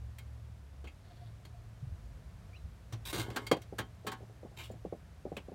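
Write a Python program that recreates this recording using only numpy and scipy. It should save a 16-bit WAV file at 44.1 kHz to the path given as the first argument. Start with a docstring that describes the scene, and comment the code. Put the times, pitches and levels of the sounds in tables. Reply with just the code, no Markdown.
"""Outdoors, behind an idle air conditioner that stands against a brick wall, someone works by hand.
Hard contacts click and scrape, ringing the sheet-metal cabinet and a small metal part. Soft blows
give hollow knocks that echo between cabinet and wall, and the big panel flexes and booms.
Under them lie a low outdoor rumble, a distant engine's hum, puffs of wind on the microphone
and faint birds that twitter, hoot and chirp."""
import sys
import numpy as np
from scipy import signal
from scipy.fft import rfft, irfft
from scipy.io import wavfile
from scipy.ndimage import uniform_filter1d

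SR = 44100
rng = np.random.default_rng(int(sys.argv[2]) if len(sys.argv) > 2 else 0)


def log_audio(samples):
    """Write samples as a 16-bit WAV file to the path given in sys.argv[1]."""
    # one column per channel
    frames = np.atleast_2d(samples).T
    # limit to full scale, then quantise
    limited = np.clip(frames, -1, 1)
    pcm = np.round(limited * 32767).astype(np.int16)
    wavfile.write(sys.argv[1], SR, pcm)


N = 244314
TIME = np.arange(N) / SR
HIT_TIME = TIME[:SR // 2]  # the half second after a hit
TOP_HZ = 15950

# tones of the sheet-metal cabinet: (pitch [Hz], relative level [dB], time to fade by 60 dB [s])
CABINET_TONES = [(190, -3, .2), (247, -3, .25), (306, -8, .2), (340, -9, .16), (428, -3, .2), (764, -3, .2),
                 (836, -1, .14), (890, -1, .16), (966, -1, .15), (1088, 1, .2), (1190, -4, .17),
                 (1290, -1, .15), (1460, -2, .17), (1590, -1, .14), (1710, -4, .17), (2105, -6, .14),
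                 (2449, -9, .13), (3004, -8, .17), (3160, -4, .18), (3262, -9, .13), (3526, -9, .14),
                 (3838, -9, .14), (4280, -12, .13), (5745, -15, .12), (6961, -14, .13), (7520, -13, .08),
                 (8134, -14, .08)]
# tones of the small metal part: (pitch [Hz], relative level [dB], time to fade by 60 dB [s])
METAL_TONES = [(2175, 8, 0.12), (2138, 17, 0.036), (2380, 2.5, 0.077), (2630, -34, 0.48), (3220, 9, 0.093),
               (3180, -38, 0.15), (4770, -29, 0.027), (4660, 2.5, 0.1), (6940, 2, 0.061),
               (9292, -67, 0.019)]
# the short, noisy ring of a hard contact: (frequency [Hz], relative level [dB])
CONTACT_SPECTRUM = [(120, -8), (330, 9.5), (630, -1.5), (850, 2), (1700, -4), (2100, -4), (3700, -4),
                    (5500, -12), (7800, -10.5), (10000, -15), (15500, -17)]
# how long that ring lasts: (frequency [Hz], time to fade by 60 dB [s])
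CONTACT_DECAYS = [(200, 0.19), (1200, 0.086), (3500, 0.11), (7000, 0.072), (15000, 0.057)]
# grainy bursts; the first is the faint, high twitter of distant birds, the rest are scrapes:
# (time [s], length [s], level [dB], treble tilt [dB per octave],
# relative level of the cabinet tones [dB], pitch that stands out [Hz], its boost [dB])
BURSTS = [(1.041, .25, -69, -7, -26, 3900, 21.5), (3.049, 0.059, -44, 2, -20, 3500, 5.5),
          (3.125, 0.082, -38.5, 0, -6, 3940, 3.5), (3.227, 0.21, -51.5, -1, -5.5, 440, 14.5),
          (4.565, 0.051, -49, 0.5, -9, 2880, 8.5), (4.624, 0.026, -53, 4.5, -28, 2920, 19)]


def undb(db):
    """Turn decibels into a gain."""
    return 10 ** (np.asarray(db) / 20)


def unit(x):
    """Scale a sound to an average (rms) level of 1."""
    return x / np.sqrt(np.mean(x ** 2))


def unit_hit(x):
    """Scale a hit to the energy of 30 ms of sound at level 1."""
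    return x / np.sqrt(np.sum(x ** 2) / (.03 * SR))


def at_hz(points, hz):
    """Look up a frequency in a table, blending between rows by octaves."""
    freqs, values = np.transpose(points)
    return np.interp(np.log(np.maximum(hz, 1)), np.log(freqs), values)


def shaped_noise(spectrum):
    """Noise with the given balance of bass and treble."""
    freqs = np.fft.rfftfreq(N, 1 / SR)
    return irfft(rfft(rng.standard_normal(N)) * undb(at_hz(spectrum, freqs)), N)


def band(x, low_hz, high_hz):
    """Keep what lies between two frequencies."""
    edges = [low_hz, min(high_hz, SR / 2 - 100)]
    return signal.sosfilt(signal.butter(2, edges, "band", fs=SR, output="sos"), x)


def wander(steps_per_s):
    """A smooth random drift, about 1 in size."""
    hold = int(SR / steps_per_s)
    steps = np.repeat(rng.standard_normal(N // hold + 1), hold)
    return unit(uniform_filter1d(uniform_filter1d(steps, hold), hold)[:N])


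def add(out, start, x):
    """Mix x into out from a start time in seconds."""
    i = max(int(start * SR), 0)
    out[i:i + len(x)] += x[:max(N - i, 0)]


def fade(t60):
    """Die away by 60 dB every t60 seconds."""
    return np.exp(-np.log(1000) * HIT_TIME / t60)


def rise(seconds):
    """Grow from 0 towards 1, about two thirds of the way in the given time."""
    return 1 - np.exp(-HIT_TIME / seconds)


def ring(tones, scatter_db=2, detune=0.0032):
    """Struck metal rings with its own tones; each spot gives them slightly new levels and pitches."""
    out = 0
    for hz, db, t60 in tones:
        louder, phase, sharper = rng.standard_normal(3)
        wave = np.sin(2 * np.pi * (hz * (1 + detune * sharper) * HIT_TIME + phase))
        out = out + undb(db + scatter_db * louder) * wave * fade(t60)
    return unit_hit(out)


def dense_ring(spectrum, decays, tilt_db=0):
    """Countless tones and echoes blur into noise; each half octave fades at its own speed."""
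    noise = rfft(rng.standard_normal(len(HIT_TIME)))
    freqs = np.fft.rfftfreq(len(HIT_TIME), 1 / SR)
    out = 0
    for hz in 125 * 2 ** (np.arange(15) / 2):
        inside = abs(np.log2((freqs + 1) / hz)) < 1 / 4
        part = irfft(noise * inside, len(HIT_TIME)) * fade(at_hz(decays, hz))
        gain = undb(at_hz(spectrum, hz) + tilt_db * np.log2(hz))
        out = out + unit_hit(part) * np.sqrt(hz) * gain  # higher bands are wider, so hold more energy
    return unit_hit(out)


def resonate(x, hz, width_hz, boost_db):
    """Make one pitch stand out of a hit, keeping the hit's energy."""
    b, a = signal.iirpeak(hz, hz / width_hz, fs=SR)
    return unit_hit(x + (undb(boost_db) - 1) * signal.lfilter(b, a, x))


def grainy(bursts, ticks_per_s=1300, scatter_db=5, rise_s=.009, fall_s=0.023, sharpness=3.2):
    """Streams of tiny uneven ticks, each ringing briefly, merge into grainy bursts."""
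    out = np.zeros(N)
    n = len(HIT_TIME)
    for start, length, db, tilt_db, cabinet_db, peak_hz, boost_db in bursts:
        ending = np.exp(-np.maximum(HIT_TIME - length, 0) / fall_s)
        loudness = np.minimum(HIT_TIME / rise_s, 1) * ending
        ticks = (rng.random(n) < ticks_per_s / SR) * rng.choice([-1, 1], n)
        ticks = ticks * undb(scatter_db * rng.standard_normal(n)) * loudness
        # however the ticks fall, together they carry the same energy
        ticks = ticks * np.linalg.norm(loudness) / (np.linalg.norm(ticks) + 1e-9)
        grain = dense_ring(CONTACT_SPECTRUM, CONTACT_DECAYS, tilt_db) * fade(t60=0.076)
        grain = resonate(grain, peak_hz, peak_hz / sharpness, boost_db)
        grain += undb(cabinet_db) * ring(CABINET_TONES)
        grain += undb(-14) * ring(METAL_TONES, detune=0.0012)
        add(out, start, undb(db) * signal.fftconvolve(ticks, grain / np.linalg.norm(grain)))
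    return band(out, 140, TOP_HZ)


def outdoor_rumble(level_db=-63, drift_db=0.41):
    """Outdoor air gives a steady low rumble with a faint hiss."""
    # the background noise: (frequency [Hz], relative level [dB])
    spectrum = [(15, -51), (25, -15), (49, 0), (69, 6.5), (119, -11), (140, -13), (227, -25), (322, -32),
                (552, -31.5), (703, -30), (782, -34.5), (1660, -38), (2770, -43.5), (3930, -45.5),
                (15500, -55.5)]
    air = shaped_noise(spectrum)
    air = air * undb(level_db) / np.std(band(air, 300, 15000))  # the level is set above the bass
    return band(air, 130, 14000) * undb(drift_db * wander(4.17))


def engine_hum(fade_s=0.11, waver_hz=1.59, flutter_db=2):
    """A distant engine's low tones come and go, wavering in pitch and level."""
    # spells of humming: (start [s], end [s], pitch [Hz], level [dB])
    spells = [(0, 0.892, 69.5, -50.5), (0, 0.534, 111.7, -52), (1.156, 1.745, 111.3, -53.5),
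              (2.85, 3.3, 57.1, -58.5), (2.88, 4.8, 112.3, -55)]
    out = np.zeros(N)
    for start, end, hz, db in spells:
        sounding = np.clip(np.minimum(TIME - start, end - TIME) / fade_s + 1, 0, 1)
        phase = 2 * np.pi * np.cumsum(hz + waver_hz * wander(14)) / SR
        out += sounding * np.sqrt(2) * np.sin(phase) * undb(db + flutter_db * wander(12))
    return out


def wind(breeze_db=-61, bump_s=0.0073):
    """Swirls of air buffet the microphone, harder in each gust; the strongest land as single bumps."""
    # the swirling air: (frequency [Hz], relative level [dB])
    spectrum = [(20, -43), (35, -15.5), (52, 2), (75, -14), (110, -12), (170, -19), (260, -31), (600, -100)]
    # gusts: (middle [s], time spent above half strength [s], level [dB])
    gusts = [(1.19, 0.088, -68), (1.995, 0.42, -52.5), (2.406, 0.11, -49), (2.67, 0.081, -48),
             (5.42, 0.13, -63)]
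    # low bumps on the microphone: (time [s], level [dB], pitch [Hz])
    bumps = [(1.826, -35, 129), (1.869, -35, 105), (1.922, -34, 78.4), (2.639, -36, 68)]
    flow = undb(breeze_db)
    for middle, length, db in gusts:
        flow = flow + undb(db) * .5 ** ((2 * (TIME - middle) / length) ** 2)
    out = unit(shaped_noise(spectrum)) * flow
    bump_shape = HIT_TIME / bump_s * np.exp(1 - HIT_TIME / bump_s)
    for start, db, hz in bumps:
        add(out, start, undb(db) * bump_shape * np.sin(2 * np.pi * hz * HIT_TIME))
    return out


def clicks(spot_width_hz=305, spread_s=0.0051):
    """A hard contact cracks, then ringing spreads through the cabinet and the small metal part."""
    # hard contacts: (time [s], crack level [dB], treble tilt [dB per octave], rise time [s],
    # pitch of the struck spot [Hz], its boost [dB], cabinet ring [dB], metal part ring [dB])
    contacts = [(.184, -56, 5, .001, 2130, 16.5, -62, -58), (0.84, -51, -1.5, 0.012, 3100, 8, -63, -76),
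                (.872, -55, -0.5, 0.0014, 2530, 19, -76, -54.5),
                (1.45, -58.5, 0, .0017, 4400, 9.5, -80, -60.5),
                (2.923, -43.5, -0.5, 0.0072, 5850, 13, -61, -80),
                (3.128, -41, -0.5, 0.00099, 9800, 12, -73, -48),
                (3.302, -47, -2.5, 0.00033, 5000, 10, -72, -79),
                (3.36, -34, 0.5, 0.0044, 1550, 11.5, -39, -61),
                (3.466, -47.5, 1.5, 0.0012, 4700, 10, -58, -42.5),
                (3.5135, -29, -1.44, 0.00044, 972, 8, -53, -33.5),
                (3.566, -51.5, -2, 0.00046, 1100, 1, -61, -66),
                (3.617, -60, 2.5, 0.0012, 5800, 10, -80, -62),
                (3.783, -35.5, 1.5, 0.007, 1600, 10.5, -39, -49),
                (4.066, -35.5, 0.5, 0.0082, 1680, 7.5, -37, -63),
                (4.116, -44.5, 1, 0.0032, 1700, 13, -43, -61), (4.714, -67, 5, 0.0012, 7140, 13, -81, -74),
                (5.3673, -44.5, -1.5, .00025, 2600, 14, -62, -78)]
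    out = np.zeros(N)
    for start, db, tilt_db, rise_s, spot_hz, boost_db, cabinet_db, metal_db in contacts:
        crack = dense_ring(CONTACT_SPECTRUM, CONTACT_DECAYS, tilt_db)
        crack = undb(db) * resonate(crack, spot_hz, spot_width_hz, boost_db)
        cabinet = undb(cabinet_db) * ring(CABINET_TONES)
        metal = undb(metal_db) * ring(METAL_TONES, detune=0.00037)
        add(out, start, crack * rise(rise_s) + (cabinet + metal) * rise(spread_s))
    return out


def knocks(swell_s=0.00086, echo_rise_s=0.0055):
    """A soft blow pushes out two or three hollow waves, which bounce between cabinet and wall."""
    # soft blows: (time [s], level [dB], pitch [Hz])
    blows = [(.841, -45, 370), (3.165, -32, 208), (3.282, -34.5, 334), (3.514, -16.5, 433),
             (3.518, -14.5, 437), (3.568, -34, 460), (3.725, -33, 412), (3.795, -30, 384),
             (4.048, -38.5, 452), (4.2058, -45, 477), (4.229, -44.5, 400), (4.2964, -50, 485),
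             (4.431, -39, 495), (4.449, -38.5, 366), (4.515, -49.5, 504), (4.701, -35.5, 533),
             (4.736, -44.5, 433), (4.85, -29, 440), (4.925, -28, 450), (5.253, -29, 433),
             (5.3181, -29.5, 456), (5.368, -36, 510), (5.484, -37, 420), (5.518, -37, 414)]
    # the echo in the gap behind the cabinet: (frequency [Hz], relative level [dB])
    gap_spectrum = [(80, -1), (170, 9.5), (250, 2), (350, 2.5), (480, -3.5), (880, 2.5), (1150, -33),
                    (1700, -21), (4000, -56)]
    # how long that echo lasts: (frequency [Hz], time to fade by 60 dB [s])
    gap_decays = [(150, 0.072), (500, 0.12), (1200, 0.039)]
    out = np.zeros(N)
    push = (HIT_TIME / swell_s / 2) ** 2 * np.exp(2 - HIT_TIME / swell_s)
    echo_rise = 1 - np.exp(-(HIT_TIME / echo_rise_s) ** 2)
    for start, db, hz in blows:
        thud = push * np.sin(2 * np.pi * hz * HIT_TIME)
        echo = unit_hit(dense_ring(gap_spectrum, gap_decays) * echo_rise)
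        echo_db = -21.5 - 0.19 * db  # lighter blows have more echo for their thud
        add(out, start, undb(db) * (thud + undb(echo_db) * echo))
    return out


def bird_twitter():
    """Distant birds give a faint, high twitter."""
    return grainy(BURSTS[:1])


def bird_hoots(pitch_hz=702, note_s=.04, echo_db=-9, waver_db=2):
    """A far bird hoots short notes on one pitch, each trailing a long, wavering echo."""
    # hoots: (time [s], level [dB])
    notes = [(1.093, -59), (1.208, -56), (1.533, -58.5)]
    out = np.zeros(N)
    progress = np.minimum(HIT_TIME / note_s, 1)
    tone = np.sin(2 * np.pi * pitch_hz * HIT_TIME)
    for start, db in notes:
        echo = progress * fade(t60=.8) * undb(echo_db + waver_db * wander(34)[:len(HIT_TIME)])
        add(out, start, undb(db) * (np.sin(np.pi * progress) + echo) * tone)
    return out


def bird_chirp(level_db=-58, overtone_db=-18, echo_db=-7):
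    """A small bird's chirp and a thin whistle, blurred by echoes off the houses."""
    start_s, onset_s, climb_s, fall_s = 2.531, 0.00094, .034, .016
    low_hz, high_hz, whistle_hz = 2310, 2980, 4000
    up = np.clip((TIME - start_s) / climb_s, 0, 1)
    down = np.clip((TIME - start_s - climb_s) / fall_s, 0, 1)
    # the pitch slides up ever faster, then drops back as the chirp fades
    pitch = low_hz + (high_hz - low_hz) * up ** 2 * (1 - down)
    phase = 2 * np.pi * np.cumsum(pitch) / SR
    loudness = np.minimum(up * climb_s / onset_s, 1) * (1 - down)
    song = loudness * (np.sin(phase) + undb(overtone_db) * np.sin(2 * phase))
    whistle = np.sin(2 * np.pi * whistle_hz * HIT_TIME) * fade(t60=.08) * rise(onset_s)
    add(song, start=2.565, x=whistle)
    reflections = rng.standard_normal(len(HIT_TIME)) * fade(t60=0.097)
    echo = signal.fftconvolve(song, reflections / np.linalg.norm(reflections))[:N]
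    return undb(level_db) * (song + undb(echo_db) * echo)


def panel_booms(pitch_hz=112):
    """The cabinet's big panel flexes, and its lowest tone swells and dies away."""
    # flexes of the panel: (time [s], level [dB])
    flexes = [(2.929, -30), (3.138, -35), (3.188, -29), (3.284, -36), (3.784, -38)]
    out = np.zeros(N)
    boom = np.sin(2 * np.pi * pitch_hz * HIT_TIME) * fade(t60=.22) * rise(seconds=0.0059)
    for start, db in flexes:
        add(out, start, undb(db) * boom)
    return out


def scrapes():
    """Rubbing catches and lets go in many tiny taps that ring the cabinet and the metal part."""
    return grainy(BURSTS[1:])


def scene():
    """All the sounds meet at one microphone."""
    hits = band(clicks() + knocks(), 75, SR / 2)  # the clicks and knocks carry no deep bass
    twitter = bird_twitter()
    handwork = hits + scrapes() + panel_booms()
    outdoors = outdoor_rumble() + engine_hum() + wind() + twitter + bird_chirp() + bird_hoots()
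    return (handwork + outdoors)[None]


def record(dry):
    """The phone cuts off the highest treble."""
    return signal.sosfilt(signal.ellip(10, .2, 70, TOP_HZ, fs=SR, output="sos"), dry)


dry = scene()
out = record(dry)
log_audio(out)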